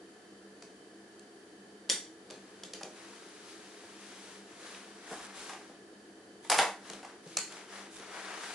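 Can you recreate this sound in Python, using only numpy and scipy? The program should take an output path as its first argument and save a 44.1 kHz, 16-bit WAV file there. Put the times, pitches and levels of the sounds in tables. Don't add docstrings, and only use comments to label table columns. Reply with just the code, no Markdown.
import sys
import numpy as np
from scipy import signal
from scipy.fft import rfft, irfft, next_fast_len
from scipy.io import wavfile
from scipy.ndimage import map_coordinates

SR = 44100
rng = np.random.default_rng(int(sys.argv[2]) if len(sys.argv) > 2 else 0)


def log_audio(samples):
    frames = np.atleast_2d(samples).T
    limited = np.clip(frames, -1, 1)
    pcm = np.round(limited * 32767).astype(np.int16)
    wavfile.write(sys.argv[1], SR, pcm)


N = 376613
TOP_HZ = 11100
# (pitch [Hz], level [dB])
KNOCK = [(30, -18), (80, -37), (165, -0.5), (280, -5.5), (450, 3), (900, -9), (2500, -31), (8000, -83)]


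def rod_clicks():
    # (time [s], level [dB], damping by the fingers [1 = free])
    clicks = [(.623, -37, 3.3), (1.893, -27, 2.8), (1.8978, -9.5, 0.56), (1.9295, -26.5, 2),
              (2.301, -39.5, 4), (2.307, -34, 4.4), (2.635, -29, 2.2), (2.735, -27, 2.1), (2.832, -29, 3.3)]
    # (pitch [Hz], width [Hz], level [dB])
    tick = [(500, 450, -34), (1850, 340, -3), (3350, 400, 4), (4630, 120, 8), (5330, 320, -7),
            (5720, 680, 4.5), (7020, 350, 3.5), (8340, 550, -5), (10110, 170, 3.5)]
    # (pitch [Hz], level [dB], time to fade by 60 dB [s])
    tones = [(1462, -2, 0.13), (1770, -19, .15), (1992, 11, 0.1), (2600, -7, 0.21), (3100, -10, 0.17),
             (3860, -10, 0.027), (4230, -19, 0.17), (4240, -12, 0.15), (5370, -4, 0.17), (5770, -6, 0.14),
             (6570, -7, 0.16), (7340, -11, 0.22), (7500, 10, 0.097), (8340, -1, .26), (8800, 8, .2),
             (10740, 1, 0.13)]
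    return steel_hits(clicks, tick, tones, tick_db=-8.5, ring_db=-40.5, tick_fade_s=0.024,
                      echo_db=-2.0, legs_db=-33.5, dull_hz=19600, blur=1.36)


def mesh_snaps():
    # (time [s], level [dB], damping by the fingers [1 = free])
    snaps = [(1.194, -46, 1.4), (6.8995, -33.5, 3.3), (6.933, -39.5, 6), (7.274, -51, 2.5),
             (7.3695, -18.5, 0.89), (7.3712, -17, 1), (7.3875, -23, 0.76), (7.523, -41.5, 3.5),
             (7.998, -43.5, 5.6)]
    # (pitch [Hz], width [Hz], level [dB])
    tick = [(1190, 990, -9), (2600, 350, -1.5), (4320, 230, 3), (5900, 400, -3), (6300, 250, -3),
            (7360, 1200, 0.5), (10300, 510, -7)]
    # (pitch [Hz], level [dB], time to fade by 60 dB [s])
    tones = [(2500, -6, 0.022), (2930, 8, 0.18), (4260, 7, 0.06), (4500, -28, .12), (5819, -3, 0.14),
             (6800, -19, .24), (7510, 10.5, 0.25), (8300, -3, .2), (10000, 1, 0.14)]
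    return steel_hits(snaps, tick, tones, tick_db=-4.5, ring_db=-40.5, tick_fade_s=0.014,
                      echo_db=-5.0, legs_db=-31, dull_hz=36000, blur=1.2)


def steel_hits(events, tick, tones, tick_db, ring_db, tick_fade_s, echo_db, legs_db, dull_hz, blur):
    out = np.zeros((2, N))
    for start, db, damping in events:
        rattle_s = 0.0014 * np.sqrt(damping)
        fade_s = tick_fade_s / np.sqrt(damping)
        knock_db = legs_db + 8.5 * np.log2(max(damping, 1))
        body = amp(ring_db) / damping * ring(tones)
        body += amp(knock_db) * burst(smooth(KNOCK), rattle_s, fade_s=0.18)
        direct = body + amp(tick_db) * burst(tick_tone(tick, damping, 0.84, dull_hz), rattle_s, fade_s)
        blurred = body + amp(tick_db) * burst(tick_tone(tick, damping, blur, dull_hz), rattle_s, fade_s)
        add(out, start, amp(db) * (direct + amp(echo_db) * room_echo(blurred, build_s=0.011)))
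    return out


def tick_tone(bands, damping, widen, dull_hz):
    def gain(hz):
        power = sum(amp(db) ** 2 / (1 + (2 * (hz - centre) / (width * damping * widen)) ** 2)
                    for centre, width, db in bands)
        bass_cut = (hz ** 2 + 1) / (hz ** 2 + 250 ** 2)
        return np.sqrt(power) * bass_cut / np.hypot(1, hz * damping / dull_hz)
    return gain


def ring(tones):
    t = np.arange(SR // 2) / SR
    out = np.zeros((2, len(t)))
    for hz, db, fade_s in tones:
        phase = rng.uniform(0, 2 * np.pi) + rng.normal(0, 1, (2, 1)) * hz / TOP_HZ
        out += amp(db + rng.normal(0, 0.68) - 60 * t / fade_s) * np.sin(2 * np.pi * hz * t + phase)
    return out * (1 - np.exp(-t / 0.00013))


def book_blows():
    # (time [s], level [dB], cover crack [dB], wire sizzle [dB])
    slaps = [(6.499, -17, -9, 4), (6.517, -13, -6, -8), (6.526, -22.5, 2.5, -7), (6.543, -30, 7.5, 6),
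             (6.575, -21, -16, -22), (6.583, -23.5, -10, 3.5), (6.588, -10.5, -0.5, -10.5),
             (6.595, -16, 4, -24), (6.614, -22, -28, -18)]
    # (time [s], level [dB], crack [dB])
    bumps = [(2.81, -34.5, -12), (2.85, -49, -18), (4.747, -51.5, 16), (5.108, -34.5, -26),
             (5.122, -33, -26), (5.494, -29, -8), (5.533, -35, -2), (6.449, -41, -1), (7.03, -37, -6),
             (7.048, -35, -12), (7.568, -40, 1)]
    out = np.zeros((2, N))
    for start, db, crack_db, sizzle_db in slaps:
        add(out, start, amp(db) * blow(crack_db, sizzle_db))
    for start, db, crack_db in bumps:
        add(out, start, amp(db) * blow(crack_db, sizzle_db=-27))
    return out


def blow(crack_db, sizzle_db):
    # (pitch [Hz], level [dB])
    slap = [(30, -60), (90, -35), (165, -16), (270, -16.5), (480, -7.5), (620, 1), (760, 4), (1050, -3),
            (2000, -8), (3200, -47), (4500, -16.5), (11000, -20)]
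    crack = [(60, -33), (900, -14), (2000, 5), (3400, 2), (4800, -13.5), (11000, -22)]
    sizzle = [(60, -78), (500, -12), (2000, -3), (4000, -6.5), (5200, -1.5), (8000, -4), (11000, -3)]
    rattle_s = 0.0013 * 2 ** (-crack_db / 9)
    hit = burst(smooth(slap), rattle_s, fade_s=0.065)
    hit += amp(crack_db) * burst(smooth(crack), rattle_s, fade_s=0.027)
    hit += amp(sizzle_db) * burst(smooth(sizzle), rattle_s, fade_s=0.036)
    return in_room(amp(-9.5) * hit, echo_db=-0.5, build_s=0.012)


def book_scrapes():
    # (start [s], length [s], level [dB])
    slides = [(5.07, 0.15, -48.5), (5.208, 0.066, -48), (5.346, 0.11, -50), (6.424, 0.096, -52),
              (7.9, 0.11, -49.5)]
    # (pitch [Hz], level [dB])
    cover_tone = [(600, -4), (2800, -2), (3650, 3), (4500, -4), (7000, 1.5), (10500, -1.5)]
    t = np.arange(N) / SR
    loudness = np.zeros(N)
    for start, length, db in slides:
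        progress = np.clip((t - start) / length, 0, 1)
        loudness += amp(db) * np.sqrt(np.abs(np.sin(np.pi * progress)))
    return loudness * rub(cover_tone, grain_rate=600, grain_db=4, echo_db=-8)


def strokes():
    # (start [s], length [s], cloth level [dB], hiss above cloth [dB])
    moves = [(2.953, 0.18, -58, 0), (3.134, 0.35, -60, 0.5), (3.49, 0.037, -53, 1), (3.588, 0.4, -60.5, 1),
             (4.004, 0.37, -58, 2.5), (4.5, 0.48, -59.5, -1.5), (4.622, 0.16, -54.5, 1),
             (5.045, 0.26, -51.5, -5.5), (5.368, 0.15, -49.5, 0), (5.613, .04, -57, -6),
             (6.865, .1, -51, -2.5), (7.06, 0.083, -56, -13), (7.277, 0.14, -61, 6),
             (7.512, 0.088, -51.5, -1), (7.718, .11, -48.5, -4), (7.984, .13, -52, -4.5),
             (8.133, 0.28, -44.5, -8.5), (8.408, 0.27, -47, -1)]
    # (pitch [Hz], level [dB])
    cloth_tone = [(40, -26), (100, -32), (300, -8.5), (550, -2.5), (950, -1.5), (1700, -1), (2800, -8.5),
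                  (5000, -14.5), (11000, -22)]
    hiss_tone = [(800, -31.5), (2200, 0.5), (3800, 1.5), (6500, 0), (8500, -2.5), (11000, -4)]
    clothes_stir = (2.3, 3.45, -65, -1)
    rise_s, fall_s = 0.017, 0.027
    t = np.arange(N) / SR
    ease = lambda u: (1 + np.tanh(u / 2)) / 2
    cloth_power, hiss_power = np.zeros(N), np.zeros(N)
    for start, length, db, hiss_db in moves + [clothes_stir]:
        speed = ease((t - start) / rise_s) * ease((start + length - t) / fall_s)
        cloth_power += speed * amp(db) ** 2
        hiss_power += speed * amp(db + hiss_db) ** 2
    rush = amp(1.0) * np.sqrt(cloth_power) * rub(cloth_tone, grain_rate=100, grain_db=2, echo_db=-2.5)
    hiss = amp(2.5) * np.sqrt(hiss_power) * rub(hiss_tone, grain_rate=610, grain_db=0, echo_db=-6)
    return (rush + hiss) * amp([[1.5], [-1.5]])


def rub(tone, grain_rate, grain_db, echo_db):
    # (pitch [Hz], likeness [1 = the same])
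    alike = [(300, 1), (1200, 0.82), (2600, 0.81), (5500, 0.29), (11000, 0.19)]
    left, right = stereo_noise(alike, N) * amp(grain_db * wobble(grain_rate))
    slips = np.array([np.roll(left, 2), right])
    return unit(in_room(coloured(slips, smooth(tone)), echo_db, build_s=0.029))


def floor_thuds():
    # (time [s], level [dB])
    shifts = [(5.115, -42.5), (5.695, -48), (5.719, -58), (7.26, -47.5)]
    out = np.zeros((2, N))
    for start, db in shifts:
        thud = burst(smooth(KNOCK), rattle_s=0.0062, fade_s=0.039)
        add(out, start, amp(db - 3) * in_room(thud, echo_db=0.5, build_s=0.0047))
    return out


def machine_hum():
    # (pitch [Hz], level [dB])
    air_tone = [(18, -72), (30, -43), (91, -20), (161, -17.5), (187, -12.5), (222, -10.5), (321, -3.5),
                (443, -5.5), (554, -12.5), (709, -19), (1420, -18), (1720, -14), (2210, -24.5),
                (4630, -25.5), (11000, -28), (14300, -87), (22000, -120)]
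    # (pitch [Hz], width [Hz], level [dB])
    whirr = [(198.7, 12.8, -64.5), (327.3, 20.5, -63), (423.7, 44, -64.5), (710, 114, -68),
             (1734, 66, -71.5), (3067, 78, -73), (4560, 320, -73)]
    # (pitch [Hz], likeness [1 = the same])
    alike = [(60, 0.92), (130, 0.94), (270, 1), (580, 0.87), (1220, 0.27), (2600, 0.19), (5520, 0.1),
             (11700, -0.28)]
    out = amp(-56.0) * unit(coloured(stereo_noise(alike, N), smooth(air_tone)))
    for centre_hz, width_hz, db in whirr:
        band = lambda hz: 1 / (1 + ((hz - centre_hz) / width_hz * 2.02) ** 2)
        out += amp(db) * unit(filtered(stereo_noise(alike, N), band))
    return out


def room_echo(x, build_s):
    # (pitch [Hz], time to fade by 60 dB [s])
    fade_times = [(150, 0.3), (700, 0.34), (1800, 0.35), (3200, 0.31), (6000, 0.35), (11000, 0.31)]
    # (pitch [Hz], likeness [1 = the same])
    alike = [(300, 1), (1200, 0.9), (2600, 0.61), (5500, 0.31), (11000, -0.58)]
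    hz, t, noise = signal.stft(stereo_noise(alike, SR // 2), SR, nperseg=256)
    fade = amp(-60 * t / along(fade_times, hz)[:, None])
    tail = signal.istft(noise * fade, SR, nperseg=256)[1]
    tail *= np.minimum(np.arange(tail.shape[1]) / SR / build_s, 1) ** 2
    return signal.fftconvolve(x[:1], tail / np.linalg.norm(tail[0]), axes=1)[:, :x.shape[1]]


def in_room(x, echo_db, build_s):
    return x + amp(echo_db) * room_echo(x, build_s)


def burst(gain, rattle_s, fade_s):
    # (pitch [Hz], likeness [1 = the same])
    alike = [(1000, 0.98), (5000, 0.87), (11000, 0.18)]
    t = np.arange(SR // 2) / SR
    fade = amp(-60 * np.maximum(t - rattle_s, 0) / fade_s)
    return coloured(stereo_noise(alike, len(t)) * fade, gain)


def stereo_noise(alike, size):
    def shares(hz):
        angle = np.arccos(np.clip(along(alike, hz), -1, 1)) / 2
        return np.array([np.cos(angle), np.sin(angle)])
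    mid, side = filtered(rng.standard_normal((2, size)), shares)
    return np.array([mid + side, mid - side])


def coloured(x, gain, size=4096):
    cepstrum = irfft(np.log(gain(np.fft.rfftfreq(size, 1 / SR))))
    cepstrum[1:size // 2] *= 2
    cepstrum[size // 2 + 1:] = 0
    kernel = irfft(np.exp(rfft(cepstrum)))
    heard = filtered(kernel, lambda hz: hz < TOP_HZ)
    return signal.fftconvolve(x, kernel[None] / np.linalg.norm(heard), axes=1)[:, :x.shape[1]]


def filtered(x, gain):
    n = x.shape[-1]
    padded = next_fast_len(n + SR // 4, True)
    return irfft(rfft(x, padded) * gain(np.fft.rfftfreq(padded, 1 / SR)), padded)[..., :n]


def smooth(points):
    return lambda hz: amp(along(points, hz))


def along(points, hz):
    pitches, values = np.transpose(points)
    return np.interp(np.log(hz + 1), np.log(pitches), values)


def wobble(rate):
    return map_coordinates(rng.standard_normal(int(N * rate / SR) + 4), [np.arange(N) * rate / SR])


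def add(track, start_s, sound):
    start = round(start_s * SR)
    track[:, start:start + sound.shape[1]] += sound[:, :N - start]


def amp(db):
    return 10 ** (np.asarray(db) / 20)


def unit(x):
    return x / np.sqrt(np.mean(x ** 2) + 1e-20)


def scene():
    steel = rod_clicks() + mesh_snaps()
    return steel + book_blows() + floor_thuds() + book_scrapes() + strokes() + machine_hum()


def record(dry):
    return filtered(dry, lambda hz: amp(-np.clip((hz - TOP_HZ) / 5, 0, 100)))


dry = scene()
out = record(dry)
log_audio(out)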